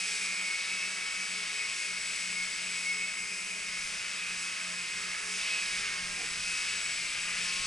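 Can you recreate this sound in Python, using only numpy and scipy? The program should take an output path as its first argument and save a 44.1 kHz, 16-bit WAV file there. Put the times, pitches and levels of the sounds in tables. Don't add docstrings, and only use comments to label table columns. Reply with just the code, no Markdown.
import sys
import numpy as np
from scipy import signal
from scipy.fft import rfft, irfft
from scipy.io import wavfile
from scipy.ndimage import uniform_filter1d

SR = 44100
rng = np.random.default_rng(int(sys.argv[2]) if len(sys.argv) > 2 else 0)


def nominal_scale(level):
    x = np.asarray(level, float) / 20
    return 10 ** x


def digitize_waveform(pressure):
    field = np.atleast_2d(pressure).T
    bounded = np.clip(field, -1, 1)
    quanta = np.round(bounded * 32767).astype(np.int16)
    wavfile.write(sys.argv[1], SR, quanta)


N = 337806
TIME = np.arange(N) / SR
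FREQ = np.arange(N // 2 + 1) * SR / N

# [f/Hz, relative level per Hz/dB]
OWN_COLOUR = [(60, -7), (300, 0.5), (900, -2), (2300, 6), (3500, 2.5), (5000, 0.5), (11000, -5.5)]
# [f/Hz, relative level per Hz/dB]
WIND_COLOUR = [(20, -1), (50, -4), (120, -7), (250, -11.5), (600, -56)]
# [t/s, wind level/dB, left minus right/dB]
WIND_AND_BALANCE = [(0, -67.5, 1), (2.2, -67, 2.5), (5.7, -63, 0.5), (6.15, -58, 0.5), (6.8, -63, 2.5),
                    (7.66, -57.5, 2.5)]
# [t/s, level/dB, time to fall to 1/e on either side/s]
CLOTH_BRUSHES = [(6.215, -50, .04)]
# [f/Hz, half width at half gain/Hz, level/dB]
HOUSING_RINGS = [(290, 50, -7), (455, 40, 0), (760, 60, -2)]
# [f/Hz, relative level/dB]
CONTROLLERS = [(7806, 0), (7815, -12), (7799, -15)]
# [t/s, level/dB]
WHISTLE_LEVEL = [(0.0, -48), (1.47, -51.5), (1.66, -44.5), (1.85, -54), (2.07, -46.5), (3.28, -47),
                 (4.03, -62), (4.1, -49), (4.31, -54), (4.42, -46), (4.48, -58), (4.8, -48), (5.4, -60),
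                 (5.5, -45), (5.97, -67), (6.27, -45.5), (6.38, -55), (6.78, -43), (7.4, -50), (7.66, -49)]
# [f/Hz, relative level per Hz/dB]
HISS_COLOUR = [(700, -25.5), (1050, -17.5), (1350, -8), (1800, -6), (2300, 2.5), (2700, -0.5), (3200, -7.5),
               (4250, -9.5), (5050, -4), (5850, -7), (6400, -8), (7100, -10), (8000, -7.5), (8800, -15.5),
               (9500, -10), (10700, -18.5)]
# [t/s, under 2 kHz level/dB, 2-3 kHz level/dB, 3-4.6 kHz level/dB, above level/dB]
HISS_SWELLS = [(0, 0, -2, 3.5, 3.5), (.5, 0.5, -3.5, 2.5, 0), (2.6, -0.5, -2, 2.5, 0),
               (3, -1, -0.5, -1, -1), (3.4, -3, -1, -9, -1.5), (3.8, 0, -1.5, 1.5, -1.5),
               (5.25, 1, -4, 0.5, -0.5), (5.5, 0.5, 3.5, 6, 0.5), (5.8, 4.5, -1, 5, 0.5),
               (6.15, 1, -2.5, 0, -0.5), (6.7, 3, -1, 6, 2), (7.1, -.5, -1, 2, -1), (7.4, 3, 1.5, 5.5, 1.5),
               (7.66, 1, 1, 6.5, 2)]
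# [multiple of the blade rate, fast pair level/dB, slow pair level/dB]
BLADE_TONES = [(1, -75, -64), (2, -69, -72.5), (3, -68, -75), (4, -71.5, -71.5), (5, -71.5, -71.5),
               (6, -73.5, -64.5), (7, -78.5, -62.5), (8, -60, -72), (9, -63.5, -74)]
# [t/s, fast pair level/dB, slow pair level/dB]
OVERTONE_SWELLS = [(0, 1.5, 1.5), (1.2, 1, 1), (2, 0.5, -2.5), (4.8, -2.5, -0.5), (5.6, 3.5, 2),
                   (6.3, -1.5, -0.5), (7, -0.5, -0.5), (7.66, 2.5, 4.5)]
# [t/s, rotor 1 level/dB, rotor 3 level/dB, rotor 4 level/dB]
WHINE_LEVELS = [(0, -40.5, -45, -49), (.4, -42.5, -40.5, -41.5), (.8, -43.5, -48, -39),
                (1.3, -48, -47, -47), (1.7, -45, -44, -41.5), (2.2, -44.5, -50.5, -45),
                (2.45, -54, -39, -45), (2.66, -46, -58, -45), (2.9, -45, -38, -40.5),
                (3.5, -45.5, -57, -49.5), (3.8, -49.5, -44, -45), (4.1, -42.5, -66, -58),
                (4.4, -45, -58, -46), (4.6, -52, -56, -56), (4.85, -46, -56, -49), (5.3, -53.5, -50, -53),
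                (5.52, -39, -56, -48), (5.72, -45, -45, -49), (5.92, -50, -60, -40), (6.05, -56, -62, -46),
                (6.22, -47, -64, -58), (6.5, -43.5, -49, -64), (6.75, -46, -43.5, -64),
                (7, -44.5, -43, -66), (7.25, -46.5, -58, -63), (7.66, -46, -58, -67)]
# [t/s, level/dB]
OCTAVE_1_LEVEL = [(0, -57), (.7, -60), (1.3, -55), (3.3, -54), (3.6, -61), (4.1, -55), (4.5, -62),
                  (7.66, -63)]
# [t/s, f/Hz]
ROTOR_1_RATE = [(0, 210), (.25, 203), (.44, 205.5), (.62, 212.5), (.9, 217.8), (1.2, 211), (1.45, 208),
                (1.65, 209.5), (1.8, 207), (2.03, 213), (2.35, 207.3), (2.57, 211.3), (2.7, 207.5),
                (2.84, 211.3), (3.11, 210.8), (3.65, 205.5), (3.92, 208.5), (4.07, 214.7), (4.25, 209.3),
                (4.55, 213.5), (4.86, 207.8), (5.2, 211.6), (5.55, 211.8), (6.08, 200.5), (6.28, 205),
                (6.42, 211), (6.72, 215.3), (7.07, 197), (7.43, 213), (7.66, 219.5)]
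ROTOR_2_RATE = [(0, 215), (.27, 212), (.7, 198.8), (1.22, 215), (1.89, 204.7), (2.4, 213), (3.35, 208),
                (3.6, 217.5), (4.1, 203.5), (4.55, 215), (4.86, 208), (5.26, 215), (6.15, 202.5),
                (6.72, 215), (7.16, 205), (7.45, 219.7), (7.66, 218)]
ROTOR_3_RATE = [(0, 191), (.14, 189.3), (.36, 190.3), (.56, 184), (.81, 190), (1, 187.3), (1.25, 190.7),
                (1.55, 182), (1.85, 181.5), (2.05, 185.3), (2.3, 185.5), (2.43, 182), (2.65, 185),
                (2.95, 182), (3.25, 187.3), (3.5, 190), (3.75, 182.6), (4.32, 188.5), (4.73, 179.5),
                (5.26, 185), (5.72, 188.2), (6, 180.7), (6.3, 172), (6.5, 179), (6.66, 187), (6.86, 185.8),
                (7.1, 174.5), (7.43, 176), (7.66, 182.5)]
ROTOR_4_RATE = [(0, 178.5), (.16, 177.8), (.66, 184.5), (.82, 181.8), (.96, 186.3), (1.48, 181.7),
                (1.62, 184), (1.77, 180), (1.93, 182.5), (2.16, 180), (2.43, 181.8), (2.57, 178.2),
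                (2.72, 183.7), (3.1, 182), (3.22, 178.5), (3.45, 177.7), (3.6, 182.5), (3.72, 179),
                (4.1, 175.8), (4.35, 177.7), (4.62, 179.5), (4.86, 174.5), (5.26, 180), (5.52, 175.7),
                (5.67, 180.3), (5.82, 179), (5.96, 182), (6.3, 172.3), (6.65, 178.5), (7.16, 171.4),
                (7.66, 181.7)]
# [f/Hz, left minus right/dB, phase by which left leads/rad]
PORT_DIFFERENCES = [(195, -1.5, 0.5), (800, -2.5, 1.81), (1360, -6, 1.04), (1800, -0.5, 0.88),
                    (2420, 0, 0.65), (3180, 0, 0.37), (6300, -0.5, 0.34), (11000, -1, 0.23)]


def on_log(table, column=1):
    rows = np.array(table, float)
    return np.interp(np.log(FREQ + 1), np.log(rows[:, 0]), rows[:, column])


def curves(table):
    times, *columns = np.transpose(table)
    return [np.interp(TIME, times, column) for column in columns]


def unit(x):
    return x / np.sqrt(np.mean(x ** 2))


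def shape(x, gain):
    return irfft(rfft(x) * gain, N)


def walk(rate):
    hold = int(SR / rate)
    steps = np.repeat(rng.standard_normal(N // hold + 1), hold)
    smooth = uniform_filter1d(uniform_filter1d(steps, hold), hold)
    return unit(smooth[:N])


def tone(turns, db, flicker_db, rate):
    level = np.sqrt(2) * nominal_scale(db + flicker_db * walk(rate))
    phase = turns + 0.086 * walk(rate) + rng.random()
    return level * np.sin(2 * np.pi * phase)


def own_noise():
    noise = shape(rng.standard_normal((2, N)), nominal_scale(on_log(OWN_COLOUR)))
    return nominal_scale(-47) * unit(noise)


def wind(db):
    gust_db, gust_rate = 2.0, 9
    colour = nominal_scale(on_log(WIND_COLOUR))
    both = unit(shape(rng.standard_normal(N), colour))
    apart = unit(shape(rng.standard_normal(N), colour))
    buffeting = both + 0.13 * apart * np.array([[1], [-1]])
    return nominal_scale(db + gust_db * walk(gust_rate)) * buffeting


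def cloth_brush():
    housing = sum(nominal_scale(db) / (1 + ((FREQ - hz) / width) ** 2) for hz, width, db in HOUSING_RINGS)
    shared = rng.standard_normal(N)
    separate = 0.5 * rng.standard_normal((2, N))
    rub = unit(shape(shared + separate, housing))
    swell = sum(nominal_scale(db) * np.exp(-((TIME - t) / fall) ** 2) for t, db, fall in CLOTH_BRUSHES)
    return rub * swell


def switching_whistle(db, turns):
    whistle = 0
    for hz, own_db in CONTROLLERS:
        clock = np.cumsum(hz + 2.5 * walk(3)) / SR
        whistle = whistle + tone(clock, db + own_db, flicker_db=1.4, rate=16)
    chop = 1 + 0.28 * np.cos(2 * np.pi * turns)
    return chop * whistle


def pulsing_air(turns):
    pulse = 1 + 0.31 * np.cos(2 * np.pi * (turns + rng.random()))
    return pulse * rng.standard_normal(N)


def blade_hiss(air, swells_db):
    below = [1 / (1 + (FREQ / hz) ** 8) for hz in (2000, 3050, 4600)]
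    below = [0] + below + [1]
    colour = nominal_scale(on_log(HISS_COLOUR)) * (FREQ > 400)
    hiss = 0
    for lower, upper, swell_db in zip(below, below[1:], swells_db):
        part = shape(air, colour * (upper - lower))
        hiss = hiss + part * nominal_scale(swell_db + 0.9 * walk(10))
    return nominal_scale(-36) * unit(hiss)


def motor_whine(turns, whine_db, octave_db):
    order = 12
    chop = 1 + 0.35 * np.cos(2 * np.pi * turns)
    whine = chop * tone(order * turns, whine_db, flicker_db=2.4, rate=14)
    octave = tone(2 * order * turns, octave_db, flicker_db=3.0, rate=20)
    return whine + octave


def blade_tones(turns, pair, low_hiss_db, overtones_db):
    tones = 0
    for row in BLADE_TONES:
        multiple, db = row[0], row[1 + pair]
        db = db + (multiple - 3) / 4 * low_hiss_db
        if multiple > 1:
            db = db + overtones_db
        tones = tones + tone(multiple * turns, db, flicker_db=2.5, rate=9)
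    return tones


def blade_turns(hz):
    lag_s = 0.06
    hz = uniform_filter1d(hz, size=int(lag_s * SR))
    unsteady = 1 + 0.0015 * walk(16)
    return np.cumsum(hz * unsteady) / SR


def ports(x, balance_db):
    side = np.array([[1], [-1]]) / 2
    colour = nominal_scale(side * on_log(PORT_DIFFERENCES))
    phase = np.exp(1j * side * on_log(PORT_DIFFERENCES, column=2))
    return shape(x, colour * phase) * nominal_scale(side * balance_db)


def scene():
    wind_db, balance_db = curves(WIND_AND_BALANCE)
    swells_db = curves(HISS_SWELLS)
    overtones_db = curves(OVERTONE_SWELLS)
    whine_1, whine_3, whine_4 = curves(WHINE_LEVELS)
    whines_db = [whine_1, -57, whine_3, whine_4]
    octaves_db = curves(OCTAVE_1_LEVEL) + [db - 22 for db in whines_db[1:]]

    rates = (ROTOR_1_RATE, ROTOR_2_RATE, ROTOR_3_RATE, ROTOR_4_RATE)
    turns = [blade_turns(curves(rate)[0]) for rate in rates]
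    air = sum(pulsing_air(passes) for passes in turns)
    drone = switching_whistle(*curves(WHISTLE_LEVEL), turns[3]) + blade_hiss(air, swells_db)
    for k in range(4):
        pair = k // 2
        drone = drone + motor_whine(turns[k], whines_db[k], octaves_db[k])
        drone = drone + blade_tones(turns[k], pair, swells_db[0], overtones_db[pair])

    return own_noise() + wind(wind_db) + cloth_brush() + ports(drone, balance_db)


def top_cut(x):
    return signal.sosfilt(signal.butter(12, 11520, fs=SR, output="sos"), x)


def record(dry):
    top_hz = 10960
    low_pass = signal.ellip(10, 0.2, 80, top_hz, fs=SR, output="sos")
    mix = signal.sosfilt(low_pass, dry)
    return top_cut(mix)


dry = scene()
out = record(dry)
digitize_waveform(out)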